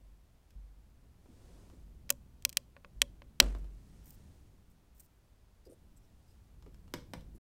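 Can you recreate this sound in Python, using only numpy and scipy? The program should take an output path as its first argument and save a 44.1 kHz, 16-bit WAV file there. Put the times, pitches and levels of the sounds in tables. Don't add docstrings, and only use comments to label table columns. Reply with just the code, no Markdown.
import sys
import numpy as np
from scipy import signal
from scipy.fft import rfft, irfft, next_fast_len
from scipy.io import wavfile
from scipy.ndimage import uniform_filter1d

SR = 44100
rng = np.random.default_rng(int(sys.argv[2]) if len(sys.argv) > 2 else 0)


def wrap_up_sound(samples):
    columns = np.atleast_2d(samples).T
    tamed = np.clip(columns, -1, 1)
    steps = np.round(tamed * 32767).astype(np.int16)
    wavfile.write(sys.argv[1], SR, steps)


N = 334454
TIME = np.arange(N) / SR


def amp(db):
    return 10 ** (np.asarray(db) / 20)


def unit(x):
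    return x / np.sqrt(np.mean(x ** 2) + 1e-30)


def along(points, hz):
    point_hz, values = np.transpose(points)
    return np.interp(np.log(hz + 1), np.log(point_hz), values)


def fade(t, t60):
    return np.exp(-np.log(1000) * t / t60)


def filtered(x, response):
    size = next_fast_len(len(x) + 4096)
    return irfft(rfft(x, size) * response(np.fft.rfftfreq(size, 1 / SR)), size)[:len(x)]


def noise(spectrum):
    return unit(filtered(rng.standard_normal(N), lambda hz: amp(along(spectrum, hz))))


def resonances(modes, f):
    return sum(amp(db) * 1j * f * width / (hz * hz - f * f + 1j * f * width) for hz, width, db in modes)


def add(track, start_s, sound):
    start = max(0, round(start_s * SR))
    part = sound[:max(0, N - start)]
    track[start:start + len(part)] += part


# frequency_hz, gain_db
AIR_SPECTRUM = [(120, -37.5), (200, -7), (387, -3.5), (416, -4.5), (558, -6), (709, -7), (1080, -10.5),
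                (1590, -14), (15100, -24.5), (16000, -27)]
def air(level_db=-75):
    return amp(level_db) * noise(AIR_SPECTRUM)


# frequency_hz, t60_s
ROOM_DECAY = [(200, .4), (1000, 0.27), (4000, .31), (9000, 0.27), (15000, 0.19)]
def room(x):
    hz, t, spectrum = signal.stft(rng.standard_normal(SR // 2), SR, nperseg=256)
    tail = signal.istft(spectrum * fade(t, along(ROOM_DECAY, hz)[:, None]), SR, nperseg=256)[1]
    return signal.fftconvolve(x, tail / np.linalg.norm(tail))[:N]


# time_s, effort_db
HAND_EFFORT = [(0.0, -70.5), (0.2, -74), (1.25, -70.5), (1.49, -64.5), (2.26, -65), (2.78, -71),
               (3.06, -64), (3.43, -67), (3.57, -58), (3.71, -64), (4.36, -63), (4.49, -67), (4.96, -74),
               (5.57, -75), (5.87, -67), (6.21, -71), (7.2, -59), (7.24, -62)]
# frequency_hz, gain_db
RUMBLE_SPECTRUM = [(15, -5), (30, -2.5), (48, -0.5), (70, 0), (100, -10), (160, -51)]
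FLUTTER_SPECTRUM = [(60, -16), (105, 4.5), (135, 0.5), (200, -2), (300, -8.5), (500, -21), (1000, -31),
                    (3000, -48.5)]
def grip(mean_rumble_db=-60, rumble_growth=.65, flutter_gain_db=2):
    effort_db = np.interp(TIME, *np.transpose(HAND_EFFORT))
    rumble = amp(mean_rumble_db + rumble_growth * (effort_db - effort_db.mean())) * noise(RUMBLE_SPECTRUM)
    flutter = amp(effort_db + flutter_gain_db) * noise(FLUTTER_SPECTRUM)
    return rumble + flutter


# middle_s, length_s, hiss_db, rub_db
HAND_SLIDES = [(1.54, 0.96, -71.5, -68), (4.092, 1.36, -73.5, -82), (6.297, 0.87, -80.5, -88)]
# frequency_hz, gain_db
SKIN_HISS = [(200, 0), (500, 8), (1000, 3), (2500, -1), (6000, -1), (9000, -2), (12000, -11.5),
             (16000, -18)]
SKIN_RUB = [(150, -14), (280, 0), (450, -2), (700, -10), (1400, -22), (3000, -45)]
def slides():
    out, hiss, rub = np.zeros(N), noise(SKIN_HISS), noise(SKIN_RUB)
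    for middle_s, length_s, hiss_db, rub_db in HAND_SLIDES:
        speed = np.cos(np.pi * np.clip((TIME - middle_s) / length_s, -.5, .5)) ** 2
        out += speed * (amp(hiss_db) * hiss + amp(rub_db) * rub)
    return out


# start_s, length_s, level_db, squeak_hz
FINGER_RUBS = [(4.041, .0047, -72, 14100), (4.058, .053, -68.5, 14200), (4.121, 0.037, -72.5, 14600),
               (4.698, .021, -78.5, 14000), (4.945, .12, -76, 14600), (4.992, .015, -66, 8600),
               (5.649, .025, -76.5, 4900), (5.696, .045, -75, 9000), (5.963, 0.02, -75.5, 7800),
               (6.031, .025, -83, 5700), (6.277, .047, -80.5, 5000), (7.345, .019, -75, 10970)]
# frequency_hz, gain_db
RIDGE_SPECTRUM = [(2000, -6), (4500, -8), (5300, 1), (6500, -1), (8200, 5.5), (10000, -2.5), (11800, 5),
                  (13000, 1), (14500, -3.5), (16000, -21.5)]
def rubs(grain_db=3, edge_s=.0033, squeak_q=24):
    out, t = np.zeros(N), np.arange(SR // 4) / SR
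    for start_s, length_s, db, hz in FINGER_RUBS:
        stroke = np.minimum(t / edge_s, 1) * np.exp(-np.maximum(t - length_s, 0) / edge_s)
        roughness = unit(uniform_filter1d(rng.standard_normal(len(t)), size=120))
        grain = unit(amp(grain_db * roughness))
        friction = rng.standard_normal(len(t))
        hiss = unit(filtered(friction, lambda f: amp(along(RIDGE_SPECTRUM, f))))
        squeak = unit(filtered(friction, lambda f: resonances([(hz, hz / squeak_q, 0)], f)))
        add(out, start_s, amp(db) * stroke * grain * (hiss + squeak))
    return out


# pitch_hz, width_hz, gain_db
BLUNT_MODES = [(230, 80, 0.5), (342.2, 130, -2), (510, 110, 3), (810, 150, -10.5), (947.5, 90, -13),
               (1251, 270, -22), (2410, 2700, -15), (5000, 1200, -22), (6950, 2300, -29.5),
               (11500, 2000, -30)]
def thud(hz, t60, rise_s):
    t = np.arange(SR // 3) / SR
    octave = signal.butter(3, [hz / 1.4, hz * 1.4], "band", fs=SR, output="sos")
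    ring = filtered(rng.standard_normal(len(t)), lambda f: resonances(BLUNT_MODES, f))
    swell = fade(t, t60) * (1 - np.exp(-t / rise_s))
    return unit(signal.sosfilt(octave, ring)) * swell / swell.max()


# start_s, level_db, pitch_hz
FINGER_BUMPS = [(.553, -51, 120), (1.285, -57, 240), (1.73, -56, 265), (5.662, -50, 405), (5.695, -57, 330),
                (5.72, -58.5, 444), (6.663, -52, 305), (7.346, -51, 230)]
def bumps():
    out = np.zeros(N)
    for start_s, db, hz in FINGER_BUMPS:
        add(out, start_s, amp(db) * thud(hz, t60=.12, rise_s=.0014))
    return out


# low_hz, high_hz
IMPACT_BANDS = [(180, 1500), (1450, 4500), (4500, 10000), (11300, 15800)]
OCTAVES = np.log2(np.prod(IMPACT_BANDS, axis=1) / np.prod(IMPACT_BANDS[0])) / 2
def impact(levels_db, modes, spike, spike_s, t60s):
    t = np.arange(SR // 6) / SR
    sound = np.zeros(len(t))
    for band, db, t60 in zip(IMPACT_BANDS, levels_db, t60s):
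        drive = rng.standard_normal(len(t)) * fade(t, t60) * np.minimum(t / spike_s, 1)
        drive /= np.linalg.norm(drive)
        drive[round(spike_s * SR)] += spike
        ring = filtered(drive, lambda f: resonances(modes, f))
        ring = signal.sosfilt(signal.butter(4, band, "band", fs=SR, output="sos"), ring)
        sound += amp(db) * ring / np.linalg.norm(ring) * np.sqrt(.005 * SR)
    return sound


def tilted(db, tilt_db_per_octave):
    return db + tilt_db_per_octave * (OCTAVES[1:] - OCTAVES[2])


# pitch_hz, width_hz, gain_db
PIECE_MODES = [(245.3, 76, -13), (590, 75, -12.5), (920.7, 270, -16.5), (1137, 120, -12.5),
               (1500, 130, -15), (1960, 150, -11.5), (2620, 420, 3.5), (3180, 400, 3), (4000, 360, -4),
               (4850, 400, -7), (5680, 500, -6), (6343, 440, -8), (7600, 600, -8.5), (9040, 300, -10),
               (11568, 650, -18.5), (13150, 960, -11.5)]
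# start_s, level_db
NAIL_FLICKS = [(4.0573, -69.5), (4.1058, -63), (4.9973, -68.5), (5.0025, -64)]
def nails(knock_gain_db=-22, body_gain_db=-18):
    out = np.zeros(N)
    for start_s, db in NAIL_FLICKS:
        body_db, bright_db, edge_db = tilted(db, tilt_db_per_octave=6.5)
        levels_db = [db + knock_gain_db, body_db + body_gain_db, bright_db, edge_db]
        flick = impact(levels_db, PIECE_MODES, spike=.7, spike_s=.00048, t60s=[.02, .02, .018, .02])
        add(out, start_s, flick)
    return out


# start_s, relative_db, tilt_db_per_octave
FAR_KNOCKS = [(.5055, -72.5, 0), (1.2574, -59, -8.5), (1.6989, -61, -4.5), (3.4254, -37.5, -4.5),
              (3.44, -55, -2.5), (3.549, -44.5, -6.5), (3.6433, -61, -4), (6.6238, -62, -3),
              (6.6623, -56.5, -6), (6.744, -67.5, -1), (6.8785, -61.5, -4), (6.938, -34, -3),
              (7.135, -37.5, -4), (7.208, -66, -2)]
# knock_db, body_db, bright_db, edge_db
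KNOCK_COLOUR = [0, 0.5, 1, -3]
def knocks(ring_gain_db=-1, thud_gain_db=-17):
    out = np.zeros(N)
    for start_s, db, tilt in FAR_KNOCKS:
        levels_db = db + ring_gain_db + tilt * OCTAVES + KNOCK_COLOUR
        ring = impact(levels_db, BLUNT_MODES, spike=.81, spike_s=.0008, t60s=[.061, .035, .028, .022])
        add(out, start_s, ring)
        add(out, start_s, amp(db + thud_gain_db) * thud(hz=125, t60=.27, rise_s=.003))
    return out


# start_s, level_db
BED_PUSHES = [(.001, -49.5), (.551, -41.5), (1.789, -45.5), (2.96, -44.5), (3.42, -27), (6.56, -51),
              (7.241, -46)]
SWAY_HZ = 47.8
def sway(t60=1.0, rise_s=.0067):
    out, t = np.zeros(N), np.arange(SR) / SR
    swing = np.sin(2 * np.pi * SWAY_HZ * t) * fade(t, t60) * (1 - np.exp(-t / rise_s))
    for start_s, db in BED_PUSHES:
        add(out, start_s, amp(db) * swing)
    return out


# frequency_hz, gain_db
RATTLE_SPECTRUM = [(100, -8), (220, 3.5), (420, 3), (580, -1), (900, -9.5), (1500, -13), (2400, -14.5),
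                   (4000, -22), (8000, -23.5), (12000, -31.5), (16000, -44)]
def rattle(freed_s, chatter_db=-42, linger_gain_db=-20, swing_db=2.5, strands_db=-74, strands_per_s=60):
    age = np.maximum(TIME - freed_s, 0)
    ticks = (rng.random(N) < strands_per_s / SR) * rng.standard_normal(N)
    treble_modes = PIECE_MODES[-6:]
    ticks = unit(filtered(ticks, lambda f: amp(along(RIDGE_SPECTRUM, f)) * resonances(treble_modes, f)))
    strands = amp(strands_db) * fade(age, t60=1.5) * ticks
    settling = fade(age, t60=.42) + amp(linger_gain_db) * fade(age, t60=1.0)
    swing = amp(swing_db * np.cos(2 * np.pi * SWAY_HZ * age))
    chatter = amp(chatter_db) * settling * swing * noise(RATTLE_SPECTRUM)
    return (TIME > freed_s) * (chatter + strands)


# start_s, bright_db, tilt_db_per_octave, knock_db
BOND_CRACKS = [(2.0934, -51.5, -2.5, -57), (2.102, -37, -1.5, -55.5), (2.1036, -23.5, 5, -39),
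               (2.124, -59.5, 4, -73), (2.4233, -63, 1, -80), (2.4505, -24, 2, -45.5),
               (2.493, -45.5, 5.5, -70), (2.498, -54, 2, -72.5), (2.528, -52.5, 1, -70.5),
               (2.5705, -25, 0, -47), (2.7655, -82, -15, -55), (2.8465, -75, -16, -53.5),
               (3.0176, -23, -4, -38.5), (3.2193, -77, -15.5, -55.5), (3.4009, -14, -3, -27)]
# body_db, bright_db, edge_db
CRACK_COLOUR = [-3, 0, -7.5]
# pitch_hz, gain_db, t60_s
BED_MODES = [(129, -7, .31), (247.6, 1, 0.25), (355, -9.5, 0.14), (510, -5, 0.14), (565, 3.5, 0.12),
             (660, -2, .05), (955, -3, .05), (1050, -7.5, 0.12)]
def cracks(bed_gain_db=-10, scatter_db=2):
    out, t = np.zeros(N), np.arange(SR // 2) / SR
    for start_s, bright_db, tilt, knock_db in BOND_CRACKS:
        levels_db = [knock_db, *(tilted(bright_db, tilt) + CRACK_COLOUR)]
        snap = impact(levels_db, PIECE_MODES, spike=1.4, spike_s=.00042, t60s=[.026, .014, .013, .013])
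        add(out, start_s, snap)
        bed_ring = sum(amp(db + rng.normal(0, scatter_db)) * fade(t, t60) * np.sin(2 * np.pi * hz * t)
                       for hz, db, t60 in BED_MODES)
        add(out, start_s, amp(knock_db + bed_gain_db) * bed_ring)
    return out


def scene(near_room_db=-41, far_room_db=-8):
    near, far = cracks(), knocks()
    echo = room(amp(near_room_db) * near + amp(far_room_db) * far)
    handling = grip() + slides() + rubs() + nails() + bumps()
    bed = sway() + rattle(freed_s=BOND_CRACKS[-1][0])
    return (air() + echo + handling + far + bed + near)[None]


def record(dry, ceiling=.78, stop_s=7.384, cut_s=.004, top_hz=16000):
    rounded = dry[0] / (1 + np.abs(dry[0] / ceiling) ** 4) ** (1 / 4)
    running = np.clip((stop_s - TIME) / cut_s, 0, 1)
    return filtered(rounded * running, lambda hz: 1 / (1 + (hz / top_hz) ** 120))[None]


dry = scene()
out = record(dry)
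wrap_up_sound(out)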